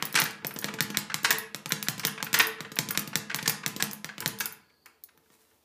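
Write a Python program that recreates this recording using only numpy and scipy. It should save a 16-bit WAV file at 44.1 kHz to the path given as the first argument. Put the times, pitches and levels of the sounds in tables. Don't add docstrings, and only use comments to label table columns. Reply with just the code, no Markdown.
import sys
import numpy as np
from scipy import signal
from scipy.fft import rfft, irfft
from scipy.io import wavfile
from scipy.ndimage import uniform_filter1d

SR = 44100
rng = np.random.default_rng(int(sys.argv[2]) if len(sys.argv) > 2 else 0)


def linear_from_db(decibels):
    return 10 ** (np.asarray(decibels, float) / 20)


def generate_wav(sig):
    pcm = np.round(np.clip(np.atleast_2d(sig).T, -1, 1) * 32767).astype(np.int16)
    wavfile.write(sys.argv[1], SR, pcm)


N = 248724

# frequency in Hz, density in dB per Hz.
FLOOR_COLOUR = [(30, -34), (55, -19), (75, -9), (110, -13.5), (250, -8.5), (450, -10.5), (1000, -15.5),
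                (2000, -24.5), (4500, -23), (8000, -29), (15000, -23.5)]
# frequency in Hz, level in dB.
APPLIANCE_TONES = [(72, -80), (87, -79)]
# frequency in Hz, t60 in seconds.
GARAGE_DECAY = [(100, 1), (500, 0.49), (1500, 0.49), (3000, 0.44), (6000, 0.31), (10000, 0.27),
                (15000, 0.058)]
# frequency in Hz, level in dB.
TAIL_COLOUR = [(150, -8), (400, -0.5), (1500, -3), (3000, -5.5), (6000, -6), (10000, -3), (15000, -4)]
# delay in seconds, level in dB.
ECHOES = [(.0035, -38), (.0075, -24.5), (0.015, -19.5), (.046, -16)]
# frequency in Hz, level in dB.
ECHO_COLOUR = [(300, -8), (1800, 0), (5000, -8), (9000, -22), (15000, -30)]
# time in seconds, level in dB.
RUB_LEVEL = [
    (5.148, -86),
    (5.3, -71),
    (5.339, -62.5),
    (5.38, -75),
    (5.41, -65),
    (5.458, -70.5),
    (5.49, -71),
    (5.64, -76),
]
# frequency in Hz, level in dB.
STEEL_COLOUR = [(2500, -22), (4000, -12.5), (5100, -5), (6300, -7.5), (8500, -11), (10500, -8.5),
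                (12000, -6), (13300, -7.5), (14900, 0), (15500, -6), (16200, -31.5)]
# start in seconds, level in dB, lower treble in dB.
RATTLES = [(.1262, -25, -4.5), (.2, -7, -5.5), (.3077, -30, 3), (.5392, -26, -28), (.588, -19.5, 0),
           (.614, -26, -18.5), (1.2437, -19.5, -0.5), (1.3059, -10.5, -14), (1.3843, -18, -11.5),
           (1.6926, -23, -11.5), (1.8267, -20, -7), (1.9954, -20, 6.5), (2.3404, -9.5, -9),
           (2.356, -26, -1), (2.389, -7.5, -10.5), (2.4174, -15, -21), (2.4695, -14, -15.5),
           (2.7567, -24, -13), (2.908, -13, -9.5), (3.4795, -11.5, 4.5), (3.9115, -25, 1),
           (3.932, -20.5, -9.5), (4.204, -19, -3), (4.3874, -25.5, 2), (4.4014, -15.5, -25),
           (4.457, -15, -4.5), (4.5236, -26.5, -16), (4.859, -35, 0), (5.0375, -27, -10.5),
           (5.1751, -48, -30)]
# frequency in Hz, level in dB.
LEATHER_COLOUR = [(60, -48.5), (150, -27), (500, -22.5), (1000, -10), (1700, -6.5), (2600, -9), (4000, -14),
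                  (6500, -17.5), (9000, -25.5), (15200, -38.5), (16000, -54)]
# frequency in Hz, level in dB, t60 in seconds.
BRACKET_MODES = [(443, 0, .3), (457, -6, .2), (330, -4, .2), (240, -5, .2), (105, -5, .2), (872, -9, .2),
                 (990, -8, .25)]
# start in seconds, level in dB, hollow note in Hz,
# bracket hum in dB, brightness in dB.
PUNCHES = [(.154, -9.5, 2420, -31.5, 8), (0.1724, -12.5, 1570, -34.5, 0), (0.1872, -12, 2230, -42, 2),
           (.255, -23, 1770, -44, 4.5), (1.2472, -9, 1420, -35, 4), (1.292, -29, 1670, -29, -7.5),
           (1.3062, -9, 1620, -55, 3.5), (1.996, -27.5, 2280, -61.5, -4), (2.035, -26, 2220, -39.5, -2.5),
           (2.3427, -10, 1780, -33.5, 6.5), (2.3609, -20.5, 1770, -42, -2), (2.376, -21.5, 1772, -38, -5),
           (2.3986, -7, 2498, -29.5, -3), (3.458, -17.5, 1680, -41, 5.5), (3.494, -23.5, 2260, -70.5, -3),
           (3.801, -21.5, 1740, -52, 6), (4.4059, -16.5, 1640, -40, 9), (4.459, -29.5, 1600, -42, -15),
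           (4.698, -54.5, 2200, -66, -5), (4.859, -40.5, 2020, -57, -22)]
# start in seconds, level in dB, bracket hum in dB.
TAPS = [(0.421, -46, -39), (0.509, -30, -55), (0.6242, -31.5, -44.5), (0.6845, -24, -33.5),
        (0.7872, -24.5, -47), (.9455, -25.5, -56), (1.1, -26, -55.5), (1.117, -28.5, -46.5),
        (1.7056, -24, -47), (1.869, -29, -60), (2.076, -25.5, -62), (2.1787, -27.5, -60.5),
        (2.202, -28.5, -49.5), (2.267, -28, -42.5), (2.585, -35, -44.5), (2.6484, -32, -40.5),
        (2.767, -27.5, -49.5), (2.906, -25, -36.5), (2.949, -25, -59), (3.1317, -28.5, -55.5),
        (3.2988, -23, -57), (3.3137, -26, -39.5), (3.3882, -23.5, -71.5), (3.6347, -30.5, -40.5),
        (4.091, -30.5, -58), (4.204, -33.5, -34.5), (4.221, -30.5, -31.5)]
# start in seconds, level in dB, bracket hum in dB.
CATCHES = [(5.088, -49, -78), (5.144, -78, -55.5), (5.259, -61, -70), (5.339, -63, -58.5),
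           (5.5125, -62, -56.5)]
# frequency in Hz, level in dB.
CRACK_COLOUR = [(150, -44), (400, -18), (900, -7.5), (2000, -1.5), (4000, 0), (7000, -0.5), (10000, -8.5),
                (13500, -3.5), (15200, -9), (16000, -34)]
# frequency in Hz, level in dB, t60 in seconds.
BOARD_MODES = [(90, -18, 0.14), (117.5, -17, 0.42), (280, -9, 0.037), (326.4, -20.5, 0.079),
               (449, -12, 0.13), (514, -21.5, 0.16), (660, -20.5, 0.077), (863, -18.5, 0.2),
               (1011, -25.5, 1), (1228, -26.5, 0.98), (1670, -26, 1), (1740, -23.5, .3)]
# frequency in Hz, level in dB, t60 in seconds.
ROOM_MODES = [(192, -12, .3), (209, -6.5, .4)]
# start in seconds, crack in dB, boom in dB,
# swivel lag in ms, swivel in dB.
FAR_SLAMS = [(0.1435, -15.5, -29, 15, -35), (0.4475, -15, -28.5, 20.5, -15), (0.6439, -10, -26.5, 13, -26),
             (0.8067, -5, -23, 17.2, -18), (0.9717, -4.5, -25.5, 15.5, -19.5),
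             (1.5465, -15, -33.5, 13, -28), (1.7215, -4.5, -23.5, 13, -33.5),
             (1.885, -5.5, -23.5, 10.4, -19.5), (2.051, -5, -24, 18, -11.5),
             (2.6061, -18.5, -30.5, 15, -40), (2.7887, -4.5, -23, 14, -28),
             (2.9751, -5.5, -24.5, 18.2, -16.5), (3.1562, -5, -25, 16, -21.5),
             (3.6626, -7.5, -27, 15.3, -18.5), (3.825, -4.5, -25.5, 13.7, -19.5),
             (4.0453, -15, -35, 11.2, -36), (4.26, -8, -24.5, 16.6, -13)]
# start in seconds, crack in dB, boom in dB, swivel lag in ms, swivel in dB.
NEAR_SLAMS = [(0.0251, -9, -31, 28, -17.5), (0.2184, -6.5, -26, 19.8, -14.5),
              (1.1432, -7, -30.5, 16, -33.5), (2.2272, -10, -31.5, 18, -24.5),
              (3.3456, -9, -29.5, 13.9, -17.5), (3.4776, -5.5, -22.5, 18, -9.5)]
# start in seconds, crack in dB, boom in dB, brightness in dB.
GLANCES = [(0.562, -27, -21.5, -9), (0.7396, -26, -25, -6), (0.9024, -25.5, -24.5, -4),
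           (1.2327, -27.5, -30.5, 11), (1.3274, -11, -33, 2), (1.6591, -15.5, -32, -6),
           (1.8276, -13.5, -38, -2), (1.98, -28, -32, -2), (2.3302, -11.5, -26.5, 0.5),
           (2.7184, -27.5, -32, -4), (2.8882, -18.5, -29, 2), (3.0758, -23.5, -28.5, 4.5),
           (3.427, -22.5, -27.5, -2), (3.7634, -28, -21.5, 1), (3.9321, -34.5, -40, -13.5),
           (4.1811, -21, -36, -10), (5.1762, -47, -56, -12), (5.3023, -45, -57, -16)]


def evened(x):
    return x / np.sqrt(np.mean(x ** 2) + 1e-20)


def read(points, hz):
    f, value = np.transpose(points)
    return np.interp(np.log(hz + 1), np.log(f + 1), value)


def add(mix, s, sound):
    part = mix[round(s * SR):][:len(sound)]
    part += sound[:len(part)]


def causal(points, size=1024):
    log_gain = np.log(linear_from_db(read(points, abs(np.fft.fftfreq(size, 1 / SR)))))
    pulse = np.fft.ifft(np.exp(np.conj(signal.hilbert(log_gain)))).real[:size // 2]
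    return pulse / np.linalg.norm(pulse)


def coloured(x, points):
    return irfft(rfft(x) * linear_from_db(read(points, np.fft.rfftfreq(len(x), 1 / SR))), len(x))


def ring(modes, seconds, scatter, spread_db):
    t = np.arange(round(seconds * SR)) / SR
    hz, db, t60 = np.transpose(modes)[:, :, None]
    envelope = linear_from_db(db + spread_db * scatter[:, None] - 60 * t / t60)
    return (envelope * np.sin(2 * np.pi * hz * t)).sum(0)


def quiet_floor():
    return linear_from_db(-70.5) * evened(coloured(rng.standard_normal(N), FLOOR_COLOUR))


def appliance():
    t = np.arange(N) / SR
    return sum(linear_from_db(db) * np.sin(2 * np.pi * hz * t) for hz, db in APPLIANCE_TONES)


def earlier_blows():
    colour = [(80, -9), (180, 16.5), (600, 2), (2000, 11), (6000, -14.5), (15000, -22.0)]
    level_db = -44.5 - 60 * np.arange(N) / SR
    return linear_from_db(level_db) * evened(coloured(rng.standard_normal(N), colour))


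def garage(x):
    out, size, spacing = np.zeros(N), 30000, 14
    dulled = coloured(x, ECHO_COLOUR)
    for s, db in ECHOES:
        add(out, s, linear_from_db(db) * dulled)
    for k in range(3):
        taps = np.zeros(size)
        at = np.arange(100, size - spacing, spacing)
        at = at + rng.integers(0, spacing, len(at))
        taps[at] = rng.choice([-1., 1.], len(at))
        hz, t, z = signal.stft(taps, SR, nperseg=256)
        decay = linear_from_db(-60 * t / read(GARAGE_DECAY, hz)[:, None])
        decay *= linear_from_db(read(TAIL_COLOUR, hz)[:, None]) / np.linalg.norm(decay, axis=1)[:, None]
        tail = signal.istft(z * decay, SR, nperseg=256)[1] * np.sqrt(spacing / 128)
        turn = np.sqrt(2 / 3) * np.cos(2 * np.pi * (np.arange(N) / SR / .29 + k / 3))
        out += signal.fftconvolve(x * turn, tail)[:N]
    return out


def squeak():
    start_s, end_s = 5, 4.5
    hz, width_hz, level_db = 4500, 500, -73
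    band = [(hz - width_hz, -30), (hz - width_hz / 2, 0), (hz + width_hz / 2, 0), (hz + width_hz, -30)]
    hiss = evened(coloured(rng.standard_normal(N), band))
    swing = np.clip((np.arange(N) / SR - start_s) / (end_s - start_s), 0, 1)
    return linear_from_db(level_db) * hiss * np.sqrt(np.sin(np.pi * swing).clip(0))


def hands():
    s, db = np.transpose(RUB_LEVEL)
    grains = rng.standard_normal(N) * linear_from_db(3.2 * uniform_filter1d(rng.standard_normal(N), 60) * 8)
    rub = evened(coloured(grains, [(300, -24), (1000, -5.5), (8000, -7.5), (14000, -7.5)]))
    level_db = np.interp(np.arange(N) / SR, s, db, left=-120)
    return linear_from_db(level_db + 2.0) * rub


def clinks():
    snaps = [(s + lag_ms / 1000, db, -8) for s, _, _, lag_ms, db in FAR_SLAMS + NEAR_SLAMS]
    return RATTLES + snaps


def swivel():
    out, t = np.zeros(N), np.arange(500) / SR
    chatter_shape = t / 0.00095 * np.exp(1 - t / 0.00058) + 0.14 * np.exp(-t / 0.011)
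    for s, db, low_db in clinks():
        colour = causal([(hz, level + (low_db + 3) * (hz < 9000)) for hz, level in STEEL_COLOUR])
        chatter = rng.standard_normal(500) * chatter_shape
        add(out, s + 0.00022, linear_from_db(db - 4.0) * np.convolve(chatter, colour))
    return out


def slaps():
    tap_hz, tap_s, punch_s = 1540, 0.0096, 0.012
    full = [(s, db, hz, punch_s, bright, hum) for s, db, hz, hum, bright in PUNCHES]
    light = [(s, db, tap_hz, tap_s, max(14 + 0.9 * db, -17.5), hum) for s, db, hum in TAPS]
    caught = [(s, db, tap_hz, tap_s, -7, hum) for s, db, hum in CATCHES]
    return full + light + caught


def fists():
    spread, close = np.zeros((2, N))
    t = np.arange(3000) / SR
    for s, db, hz, length, bright_db, bracket_db in slaps():
        noise, grain = rng.standard_normal((2, 3000))
        pressure = (1 - np.exp(-t / .002)) * np.exp(-(t / np.clip(length, .007, .04)) ** 2)
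        drive = pressure * noise * linear_from_db(15 * uniform_filter1d(grain, 20))
        colour = [(f, level + bright_db * max(np.log2(f / 2500), 0) / 2) for f, level in LEATHER_COLOUR]
        hollow = [(f, read(colour, f) + 7 * np.exp(-(np.log(f / hz) / 0.11) ** 2))
                  for f in np.geomspace(50, 17000, 80)]
        plain = np.convolve(drive, causal(colour))
        noted = np.convolve(drive, causal(hollow))
        gain = linear_from_db(db + 1.5) / abs(noted).max()
        add(spread, s - .002, gain * plain)
        add(close, s - .002, gain * (noted - plain))
        hum = ring(BRACKET_MODES, .6, noise[:len(BRACKET_MODES)], 2)
        onset = 1 - np.exp(-np.arange(len(hum)) / SR / .008)
        add(spread, s, linear_from_db(bracket_db - 7) * hum * onset)
    return spread, close


def landings():
    blows = []
    for gap_ms, rows in ((.52, FAR_SLAMS), (.95, NEAR_SLAMS)):
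        for s, crack, boom, _, _ in rows:
            bright = -2.5 + 0.42 * (crack + 4)
            if s < .7:
                bright -= 3.5
            blows.append((s, gap_ms, 0.89, crack, boom, bright))
    blows += [(s, .8, .55, crack, boom, bright) for s, crack, boom, bright in GLANCES]
    return [(s, gap_ms, share, 0.29 * np.exp((boom - crack) / 14), crack, boom, bright)
            for s, gap_ms, share, crack, boom, bright in blows]


def squeezed_air(t):
    start_hz, end_hz, sag_s = 420, 151, .002
    hz = end_hz + (start_hz - end_hz) * np.exp(-t / sag_s)
    return np.sin(2 * np.pi * np.cumsum(hz) / SR)


def board():
    spread, repeat = np.zeros((2, N))
    t, long_t = np.arange(400) / SR, np.arange(round(.7 * SR)) / SR
    thump = squeezed_air(long_t)
    for s, gap_ms, share, crush, crack_db, boom_db, bright_db in landings():
        luck = rng.standard_normal(len(BOARD_MODES) + 400)
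        colour = [(hz, db + bright_db * np.log2(hz / 3000) / 2) for hz, db in CRACK_COLOUR]
        pulse = -linear_from_db(crack_db + 5.5) * causal(colour)
        contact = 0.77 * crush * luck[len(BOARD_MODES):] * np.exp(-t / 0.0049)
        contact[0] += 1
        add(spread, s, np.convolve(contact, pulse))
        add(repeat, s + gap_ms / 1000, share * pulse)
        thump_t60 = .17 * np.exp(-4.5 * crush)
        rings = ring(BOARD_MODES, .7, luck[:len(BOARD_MODES)], 2.6)
        rings += ring(ROOM_MODES, .7, luck[-2:], 1.5) * (1 - np.exp(-(long_t / .03) ** 2))
        boom = thump * linear_from_db(-60 * long_t / thump_t60) + linear_from_db(-20 * crush) * rings
        add(spread, s, linear_from_db(boom_db - 3.0) * boom * (1 - np.exp(-long_t / 0.00092)))
    return spread, repeat


def scene():
    hollow_wet = .2
    knocks, repeats = board()
    smacks, hollow = fists()
    dry = knocks + smacks + hollow_wet * hollow + swivel() + hands()
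    close = repeats + (1 - hollow_wet) * hollow
    background = quiet_floor() + appliance() + earlier_blows() + squeak()
    return (dry + close + garage(dry) + background)[None]


def low_pass(x):
    return signal.sosfilt(signal.butter(12, 16570, fs=SR, output="sos"), x)


def record(dry):
    thin = signal.sosfilt(signal.butter(1, 90, "high", fs=SR, output="sos"), dry)
    edge = signal.firwin(201, 15300, window=("kaiser", 2.2), fs=SR)
    return low_pass(signal.oaconvolve(thin, edge[None], "same"))


dry = scene()
out = record(dry)
generate_wav(out)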